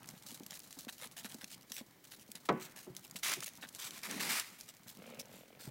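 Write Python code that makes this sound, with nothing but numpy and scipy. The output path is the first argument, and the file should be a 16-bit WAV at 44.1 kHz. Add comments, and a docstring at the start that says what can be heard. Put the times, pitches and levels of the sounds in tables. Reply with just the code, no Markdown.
"""A quiet autumn pasture: still air, far hooves and faint leaf stir (coloured noise and random grains).
From the start, stalks snap (resonant ticks), near hooves thud (sagging tones) and feet shuffle in leaves.
From 2.5 s one hard and two far softer blows ring a board (decaying modes), with a tree echo (noise wash);
from 3.2 s a coat sleeve rustles twice at the microphone (dense grains).
From 4.9 s a horse snorts: fluttering nostrils release puffs (pulses in nose resonances) and air hiss."""
import sys
import numpy as np
from scipy import signal
from scipy.fft import rfft, irfft, next_fast_len
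from scipy.io import wavfile
from scipy.ndimage import uniform_filter1d

SR = 44100
rng = np.random.default_rng(int(sys.argv[2]) if len(sys.argv) > 2 else 0)


def transcribe(signal):
    """Save signal, clipped to [-1, 1], as a 16-bit WAV file at the path in sys.argv[1]."""
    frames = np.atleast_2d(signal).T
    limited = np.clip(frames, -1, 1)
    pcm = np.round(limited * 32767).astype(np.int16)
    wavfile.write(sys.argv[1], SR, pcm)


N = 251370
T = np.arange(N) / SR

# spectrum of thin dry edges: [f/Hz, density/(dB per Hz)]
CRISP_SPECTRUM = [(1500, -9), (2800, 3.5), (4000, 2), (6500, 4), (9000, 2), (12000, 1), (16000, -1.5)]
# spectrum of crushed lower leaf layers: [f/Hz, density/(dB per Hz)]
CRUNCH_SPECTRUM = [(250, -21), (600, 6.5), (1000, -1), (1700, 7), (2800, 1.5), (4000, 5.5), (7000, -53.5)]


def undb(db):
    """Decibels to gain."""
    return 10 ** (np.asarray(db) / 20)


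def unit(x):
    """Scale to rms 1."""
    return x / np.sqrt(np.mean(x ** 2) + 1e-30)


def decay(t, t60_s):
    """Exponential fade, -60 dB at t60_s."""
    return np.exp(-np.log(1000) * t / t60_s)


def read(points, hz):
    """Interpolate (f/Hz, value) points on a log-frequency axis."""
    f, value = np.transpose(points)
    return np.interp(np.log(hz), np.log(f), value)


def curves(rows):
    """Interpolate each column of a time table at every sample."""
    s, *columns = np.transpose(rows)
    return [np.interp(T, s, c) for c in columns]


def add(out, s, x):
    """Mix x into out from time s."""
    i = max(int(s * SR), 0)
    out[i:i + len(x)] += x[:max(N - i, 0)]


def band(x, hz, width_hz):
    """One resonance, gain 1 at its centre."""
    hz = min(hz, 0.45 * SR)
    b, a = signal.iirpeak(hz, hz / min(width_hz, 0.3 * SR), fs=SR)
    return signal.lfilter(b, a, x)


def colour(x, points):
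    """Minimum-phase filter with the given spectrum, falling 10 dB/octave from its end values."""
    size = next_fast_len(2 * len(x), True) // 2 * 2
    hz = np.maximum(np.arange(size // 2 + 1) * SR / size, 1)
    below, above = np.maximum(points[0][0] / hz, 1), np.maximum(hz / points[-1][0], 1)
    octaves_outside = np.log2(below * above)
    cepstrum = irfft(np.log(undb(read(points, hz) - 10 * octaves_outside)))
    # fold the cepstrum to make it causal
    cepstrum[1:size // 2] *= 2
    cepstrum[size // 2 + 1:] = 0
    return irfft(rfft(x, size) * np.exp(rfft(cepstrum)), size)[:len(x)]


def crumpled(points, spread_db, count=30):
    """A spectrum with chance peaks and hollows: no two leaves ring alike."""
    hz = np.geomspace(points[0][0], points[-1][0], count)
    return np.transpose([hz, read(points, hz) + spread_db * rng.standard_normal(count)])


def crackle(rate_hz, spread_db, grain_s):
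    """Random tiny noise bursts of uneven size; amplitude falls by 1/e in grain_s."""
    chance, size, noise = rng.random(N), rng.exponential(size=N), rng.standard_normal(N)
    energy = (chance < rate_hz / SR) * undb(spread_db * np.minimum(size, 4)) ** 2
    energy = signal.lfilter([1], [1, -np.exp(-2 / (grain_s * SR))], energy + 1e-12)
    return noise * np.sqrt(energy)


def burst(x, window_s):
    """Scale a hit so that its loudest window has rms 1."""
    power = uniform_filter1d(x ** 2, max(int(window_s * SR), 1))
    return x / np.sqrt(power.max())


def pasture(air_db=-65, crunch_db=-9, ticks_db=-4):
    """Still open air, drumming of far hooves and a faint stir of leaves with small stalks ticking."""
    # herd activity: [t/s, distant drumming/dB, leaf stir/dB before its crunch and ticks]
    herd = [(0, -60, -63), (.65, -67.5, -56), (1.35, -64.5, -62.5), (2.1, -71, -71), (2.8, -67, -65),
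            (3.55, -66.5, -61.5), (4.7, -68, -67.5), (5.15, -62, -62), (5.5, -67, -77)]
    # spectrum of far hooves: [f/Hz, density/(dB per Hz)]
    far_hooves = [(50, -32), (110, -1.5), (180, 3.5), (270, -5.5), (420, -18.5), (900, -8.5)]
    # spectrum of open air: [f/Hz, density/(dB per Hz)]
    field = [(15, -43), (25, -13.5), (270, -0.5), (887, -14), (1040, -15), (1890, -11.5), (2220, -10),
             (2760, -20), (2990, -13), (3340, -16), (5280, -18.5), (10400, -22.5), (16000, -15.5)]
    drum_db, stir_db = curves(herd)
    footfalls = crackle(rate_hz=70, spread_db=1.5, grain_s=0.012)
    drumming = unit(colour(footfalls, far_hooves))
    brushes = crackle(rate_hz=110, spread_db=5.5, grain_s=0.014)
    ticks = crackle(rate_hz=24, spread_db=1.5, grain_s=0.0016)
    stir = unit(colour(brushes, CRISP_SPECTRUM))
    stir += undb(crunch_db) * unit(colour(brushes, CRUNCH_SPECTRUM))
    stir += undb(ticks_db) * unit(colour(ticks, CRISP_SPECTRUM))
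    air = unit(colour(rng.standard_normal(N), field))
    return undb(air_db) * air + undb(drum_db) * drumming + undb(stir_db) * stir


def snaps(t60_s=0.011, tail_db=-23, tail_t60_s=0.094, breadth=1.14, variety_db=3.0):
    """A dry stalk or a stiff fold gives way with a bright tick: a noise burst through one wide resonance."""
    # snapping leaves and stalks: [t/s, level/dB, centre f/Hz]
    breaks = [(0.043, -51.5, 1620), (.089, -40, 6640), (0.464, -42, 8000), (0.508, -40.5, 6000),
              (0.541, -49, 6000), (0.593, -44.5, 7050), (.708, -51, 6450), (0.882, -51.5, 2960),
              (1.169, -46, 5000), (1.245, -49, 6000), (1.321, -46.5, 5000), (1.344, -43.5, 7000),
              (1.443, -38, 4000), (1.719, -36, 5070), (2.317, -40, 8800), (2.354, -41, 5570),
              (2.966, -38, 6540), (3.111, -43.5, 8100), (3.159, -46, 2500), (3.233, -32, 2880),
              (3.337, -30, 5070), (3.405, -39, 5500), (3.443, -37, 7960), (3.626, -47, 1600),
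              (3.689, -46, 8050), (3.749, -41, 7040), (3.908, -40.5, 5150), (3.990, -47, 5000),
              (4.033, -40, 4250), (4.111, -35.5, 5000), (4.397, -30, 5640), (4.610, -41, 7040)]
    out, t = np.zeros(N), T[:SR // 10]
    fade = decay(t, t60_s) + undb(tail_db) * decay(t, tail_t60_s)
    for s, db, hz in breaks:
        tick = colour(rng.standard_normal(len(t)) * fade, crumpled([(700, 0), (16000, 0)], variety_db))
        add(out, s, undb(db) * burst(band(tick, hz, breadth * hz), 0.0029))
    return out


def hooves(rise_s=0.0031, sag=0.14, earth_db=-12, earth_t60_s=0.12, slap_db=-7, slap_t60_s=0.012):
    """Each hoof slaps and presses the turf: low cycles sag in pitch, then loose earth settles."""
    # near hooves: [t/s, thud level/dB, mid-sag thud f/Hz]
    footfalls = [(0.135, -59.5, 240), (0.319, -53, 268), (0.405, -50, 290), (.425, -53, 230),
                 (.77, -51, 282), (0.868, -48, 246), (1.058, -55.5, 223), (1.247, -48, 226),
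                 (1.346, -48.5, 241), (1.434, -53, 217), (1.706, -56, 240), (1.81, -47.5, 240),
                 (2.185, -59.5, 227), (2.289, -53.5, 222), (2.349, -57, 188), (2.9, -50, 145),
                 (3.151, -49.5, 216), (3.384, -53, 149), (3.632, -57, 280), (4.99, -52.5, 195),
                 (5.675, -44, 143)]
    # spectrum of loose earth: [f/Hz, density/(dB per Hz)]
    earth_spectrum = [(70, -24), (150, 1), (260, 14), (450, -2), (800, 3), (1600, -42), (3000, -27)]
    t60_cycles = 14.4  # deep thuds last longer
    out, t = np.zeros(N), T[:SR // 4]
    press = 1 - np.exp(-(t / rise_s) ** 2)
    for s, db, hz in footfalls:
        # from (1 + sag) down to (1 - sag) times hz
        thud_hz = hz * (1 + sag * (2 * np.exp(-t / 0.0087) - 1))
        phase = np.cumsum(thud_hz) / SR
        thud = np.sin(2 * np.pi * phase) * press * decay(t, t60_cycles / hz)
        slap = rng.standard_normal(len(t)) * decay(t, slap_t60_s)
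        slap = band(band(slap, 2.1 * hz, 1.4 * hz), 2 * hz, 1.6 * hz)
        earth = colour(rng.standard_normal(len(t)), earth_spectrum) * press * decay(t, earth_t60_s)
        hit = burst(thud, 0.0066)
        hit += undb(slap_db) * burst(slap, 0.011) + undb(earth_db) * burst(earth, 0.0057)
        add(out, s, undb(db) * hit)
    return out


def leaves(skew=0.52, roundness=1.0, variety_db=3.0):
    """A foot pushes into dry leaves: thin edges crackle, crushed layers crunch lower down."""
    # steps: [t/s, length/s, edge level/dB, crunch re edges/dB]; levels ahead of the push envelope
    steps = [(0.148, 0.045, -62, -3), (0.284, 0.049, -49, -19), (0.497, 0.083, -55.5, -0.5),
             (0.882, 0.025, -50, 4), (0.977, 0.085, -56.5, -4), (1.013, 0.065, -47, -3),
             (1.164, 0.065, -49, -5), (1.242, .044, -51, 1), (1.286, 0.077, -54.5, -8),
             (1.407, 0.038, -54.5, -0.5), (1.497, 0.077, -51, -18), (1.718, 0.074, -50, -26),
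             (1.76, 0.062, -46.5, -8), (2.039, 0.022, -50, -8.5), (2.108, 0.052, -51, -5),
             (2.191, .056, -57.5, -24), (2.349, 0.04, -58, 1.5), (2.452, 0.016, -53, -3.5),
             (2.597, 0.1, -50, -6), (2.759, 0.064, -49.5, -8), (2.823, 0.051, -59, -13),
             (3.032, 0.035, -53.5, -6), (3.157, 0.028, -45.5, -5), (3.422, 0.027, -43, -6.5),
             (3.459, 0.041, -43, -11), (3.622, 0.043, -60, 13.5), (3.736, 0.039, -58, -4),
             (4.584, 0.05, -56, -9), (4.681, 0.037, -52, -8.5), (4.872, 0.067, -52.5, -12),
             (5.192, 0.032, -43, -33), (5.293, 0.18, -61.5, -3), (5.591, 0.12, -52.5, -8)]
    out = np.zeros(N)
    edges = crackle(rate_hz=1000, spread_db=3.5, grain_s=0.002)
    layers = crackle(rate_hz=1100, spread_db=5, grain_s=0.001)
    for s, length_s, step_db, crunch_db in steps:
        size = int(length_s * SR)
        push = np.abs(np.sin(np.pi * np.linspace(0, 1, size) ** skew)) ** roundness
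        parts = ((edges, CRISP_SPECTRUM, step_db), (layers, CRUNCH_SPECTRUM, step_db + crunch_db))
        for grains, spectrum, db in parts:
            handful = grains[rng.integers(N - SR):][:size]
            add(out, s, undb(db) * push * unit(colour(handful, crumpled(spectrum, variety_db))))
    return out


def board(crack_db=-1, travel_s=0.0071, dispersion=0.5, panel_hz=368, panel_rise_s=0.014,
          echo_db=-23, echo_t60_s=1.0, echo_rise_s=0.015):
    """A blow rings the board and sets a loose panel humming; the trees send back a soft wash."""
    # blows: [t/s, board level/dB, contact low-pass f/Hz, panel re board/dB, panel t60/s]
    knocks = [(2.4875, -29.5, 3000, -28, 0.28), (2.8636, -54.5, 614, 5.5, 0.12),
              (3.366, -61.5, 590, 10, 0.058)]
    # board modes: [f/Hz, relative level/dB, t60/s]
    modes = [(195, -7, 0.28), (232, -10, 0.26), (259, 3.5, 0.11), (314.4, -6.5, 0.27), (373, -2.5, 0.3),
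             (440, -1.5, 0.11), (507, -7, 0.18), (694, -1.5, 0.1), (794, -11, 0.19), (860, -9, 0.18),
             (1003, -16, 0.37), (1126, -10.5, 0.29), (1236, 6, 0.043), (1287, 10, 0.028), (1500, -14, 0.25),
             (1677, -4, 0.056), (1910, -3, 0.07), (2150, -4, 0.048), (2540, -7, 0.047)]
    # spectrum of the first crack: [f/Hz, density/(dB per Hz)]
    crack_spectrum = [(80, -30), (160, 7), (270, 3), (450, 8.5), (750, 8), (1300, 0.5), (2200, -2),
                      (3500, -6), (6000, -2), (12000, -7)]
    # decay of the crack: [f/Hz, t60/s]
    crack_t60 = [(150, 0.33), (600, 0.14), (1500, 0.063), (3000, 0.055), (8000, 0.026)]
    # spectrum of the tree echo: [f/Hz, density/(dB per Hz)]
    trees = [(100, -36), (220, 7), (500, -2), (1000, 0.5), (2000, 1), (3000, -7), (5000, -36)]
    out, t = np.zeros(N), T[:SR]

    def swell(hz, t60_s):
        """Low bending waves travel slowly, so they build up last, then die away."""
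        build_s = travel_s * (300 / hz) ** dispersion
        return (1 - np.exp(-(t / build_s) ** 2)) * decay(t, t60_s)

    for s, db, contact_hz, panel_db, panel_t60_s in knocks:
        ring = np.zeros(len(t))
        for hz, mode_db, t60_s in modes:
            ring += undb(mode_db) * np.sin(2 * np.pi * (hz * t + rng.random())) * swell(hz, t60_s)
        crack = np.zeros(len(t))
        for hz in np.geomspace(180, 12000, 13):
            noise = unit(band(band(rng.standard_normal(len(t)), hz, hz / 2), hz, hz / 2))
            # sqrt(hz): density to band level
            crack += undb(read(crack_spectrum, hz)) * np.sqrt(hz) * noise * swell(hz, read(crack_t60, hz))
        echo = unit(colour(rng.standard_normal(len(t)), trees))
        echo *= (1 - np.exp(-t / echo_rise_s)) * decay(t, echo_t60_s)
        blow = burst(ring, 0.0049) + undb(crack_db) * burst(crack, 0.025) + undb(echo_db) * echo
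        # a softer contact leaves the high modes still
        contact = signal.butter(2, min(contact_hz, SR / 4), fs=SR, output="sos")
        blow = signal.sosfilt(contact, blow)
        panel = np.sin(2 * np.pi * panel_hz * t)
        panel *= (1 - np.exp(-(t / panel_rise_s) ** 2)) * decay(t, panel_t60_s)
        add(out, s, undb(db) * (burst(blow, 0.09) + undb(panel_db) * burst(panel, 0.03)))
    return out


def sleeve(catch_db=0.94, catch_s=0.011, variety_db=2, ticks_db=-7, fold_skew=0.57):
    """Threads catch and slip in dense grains, stiff creases tick; the folds rumble as they shift."""
    # strokes: [t/s, length/s, final hiss level/dB, swell over the stroke/dB, weave rasp re hiss/dB]
    strokes = [(3.226, 0.11, -39, -1.5, -2), (3.78, 0.093, -46.5, 2, -6), (3.901, 0.073, -56.5, 7, 0),
               (4.023, 0.031, -45.5, 8, 0.5), (4.085, 0.14, -49, 4, 0), (4.193, 0.086, -43.5, 3.5, -3),
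               (4.285, 0.11, -40.5, -1.5, -1.5)]
    # heavy coat folds: [t/s, length/s, peak level/dB]
    fold_shifts = [(3.275, 0.21, -60.5), (3.826, 0.24, -62.5), (4.046, 0.42, -46.5)]
    # spectra of threads, weave and folds: [f/Hz, density/(dB per Hz)]
    hiss_spectrum = [(2200, -4.5), (3600, 3), (5500, 0.5), (9000, -2), (12000, -3.5), (16000, -7.5)]
    rasp_spectrum = [(300, -14), (700, -9.5), (1100, -2), (1600, -3.5), (2200, 1.5), (3200, -8.5),
                     (4500, -19), (8000, -20)]
    fold_spectrum = [(50, -32), (110, -18.5), (180, 3.5), (280, 1.5), (500, -6), (900, -13.5), (2000, -54)]
    attack_s, stop_s = 0.014, 0.021
    settle_db, settle_s = -14, 0.12  # the cloth creeps on after each stroke
    threads = crackle(rate_hz=3300, spread_db=0.5, grain_s=0.0016)
    weave = crackle(rate_hz=2000, spread_db=2.0, grain_s=0.0019)
    creases = unit(colour(crackle(rate_hz=70, spread_db=2, grain_s=0.0012), CRISP_SPECTRUM))
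    folds = unit(colour(crackle(rate_hz=1100, spread_db=2.5, grain_s=0.0033), fold_spectrum))
    # the cloth moves in small jerks
    jerks = undb(catch_db * unit(uniform_filter1d(rng.standard_normal(N), int(catch_s * SR))))
    out = np.zeros(N)
    for s, length_s, db, swell_db, rasp_db in strokes:
        done = np.clip((T - s) / length_s, 0, 1)
        after_s = np.maximum(T - s - length_s, 0)
        release = np.maximum(np.exp(-after_s / stop_s), undb(settle_db) * np.exp(-after_s / settle_s))
        slide = np.clip((T - s) / attack_s, 0, 1) * undb(db + swell_db * (done - 1)) * release
        hiss = unit(colour(threads, crumpled(hiss_spectrum, variety_db)))
        rasp = unit(colour(weave, crumpled(rasp_spectrum, variety_db)))
        out += slide * (jerks * (hiss + undb(rasp_db) * rasp) + undb(ticks_db) * creases)
    for s, length_s, db in fold_shifts:
        shift = np.sin(np.pi * np.clip((T - s) / length_s, 0, 1) ** fold_skew) ** 2
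        out += undb(db) * shift * folds
    return out


def snort(jitter=0.075, scatter_db=0.5, leak=0.87, closed_hz=44):
    """Nostrils flap open, faster in a push of air: each puff rings the nose and lets air hiss out."""
    # nose resonances: [f/Hz, width of the first of two filters/Hz, relative level/dB]
    nose = [(231, 70, 9.5), (513, 167, 8.5)]
    # spectrum of escaping air: [f/Hz, density/(dB per Hz)]
    nose_air = [(700, -21), (1300, 2), (1800, -4), (2250, 5), (3000, 1), (4500, -10), (9000, -30)]
    start_s, attack_s, push_peak_s, push_width_s = 4.94, 0.08, 5.1, 0.11
    flutter_hz, puff_db, blow_db = 43.17, -60.5, -68.5  # steady part, levels ahead of scaling by std
    push_hz, push_puff_db, push_blow_db = 18, 1.5, 4  # added at the height of the push
    open_s, turbulence = 0.0045, 0.09
    push = np.exp(-((T - push_peak_s) / push_width_s) ** 2)
    rate_hz = flutter_hz + push_hz * push
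    flaps, s = np.zeros(N), start_s
    for timing, size in rng.standard_normal((64, 2)):
        if s < T[-1]:
            i = int(s * SR)
            flaps[i] = undb(scatter_db * size)
            s += np.exp(jitter * timing) / rate_hz[i]
    blowing = T >= start_s
    # in fast flutter the nostrils no longer close between puffs
    gap = leak * blowing * np.maximum(rate_hz / closed_hz - 1, 0)
    opening = signal.lfilter([1], [1, -np.exp(-1 / (open_s * SR))], flaps) + gap
    flow = flaps + turbulence * opening * rng.standard_normal(N)
    puffs = sum(undb(db) * band(band(flow, hz, width), hz, 2 * width) for hz, width, db in nose)
    air = colour(rng.standard_normal(N) * opening, nose_air)
    attack = np.clip((T - start_s) / attack_s, 0, 1)
    puffs = undb(puff_db + push_puff_db * push) * puffs / puffs[blowing].std()
    air = undb(blow_db + push_blow_db * push) * air / air[blowing].std()
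    return attack * (puffs + air)


def scene():
    """Everything reaches one microphone."""
    return (pasture() + snaps() + hooves() + leaves() + board() + sleeve() + snort())[None]


def record(dry):
    """The phone cuts the top: steep elliptic low-pass."""
    top_hz = 15900
    low_pass = signal.ellip(10, 0.2, 70, top_hz, fs=SR, output="sos")
    return signal.sosfilt(low_pass, dry)


dry = scene()
out = record(dry)
transcribe(out)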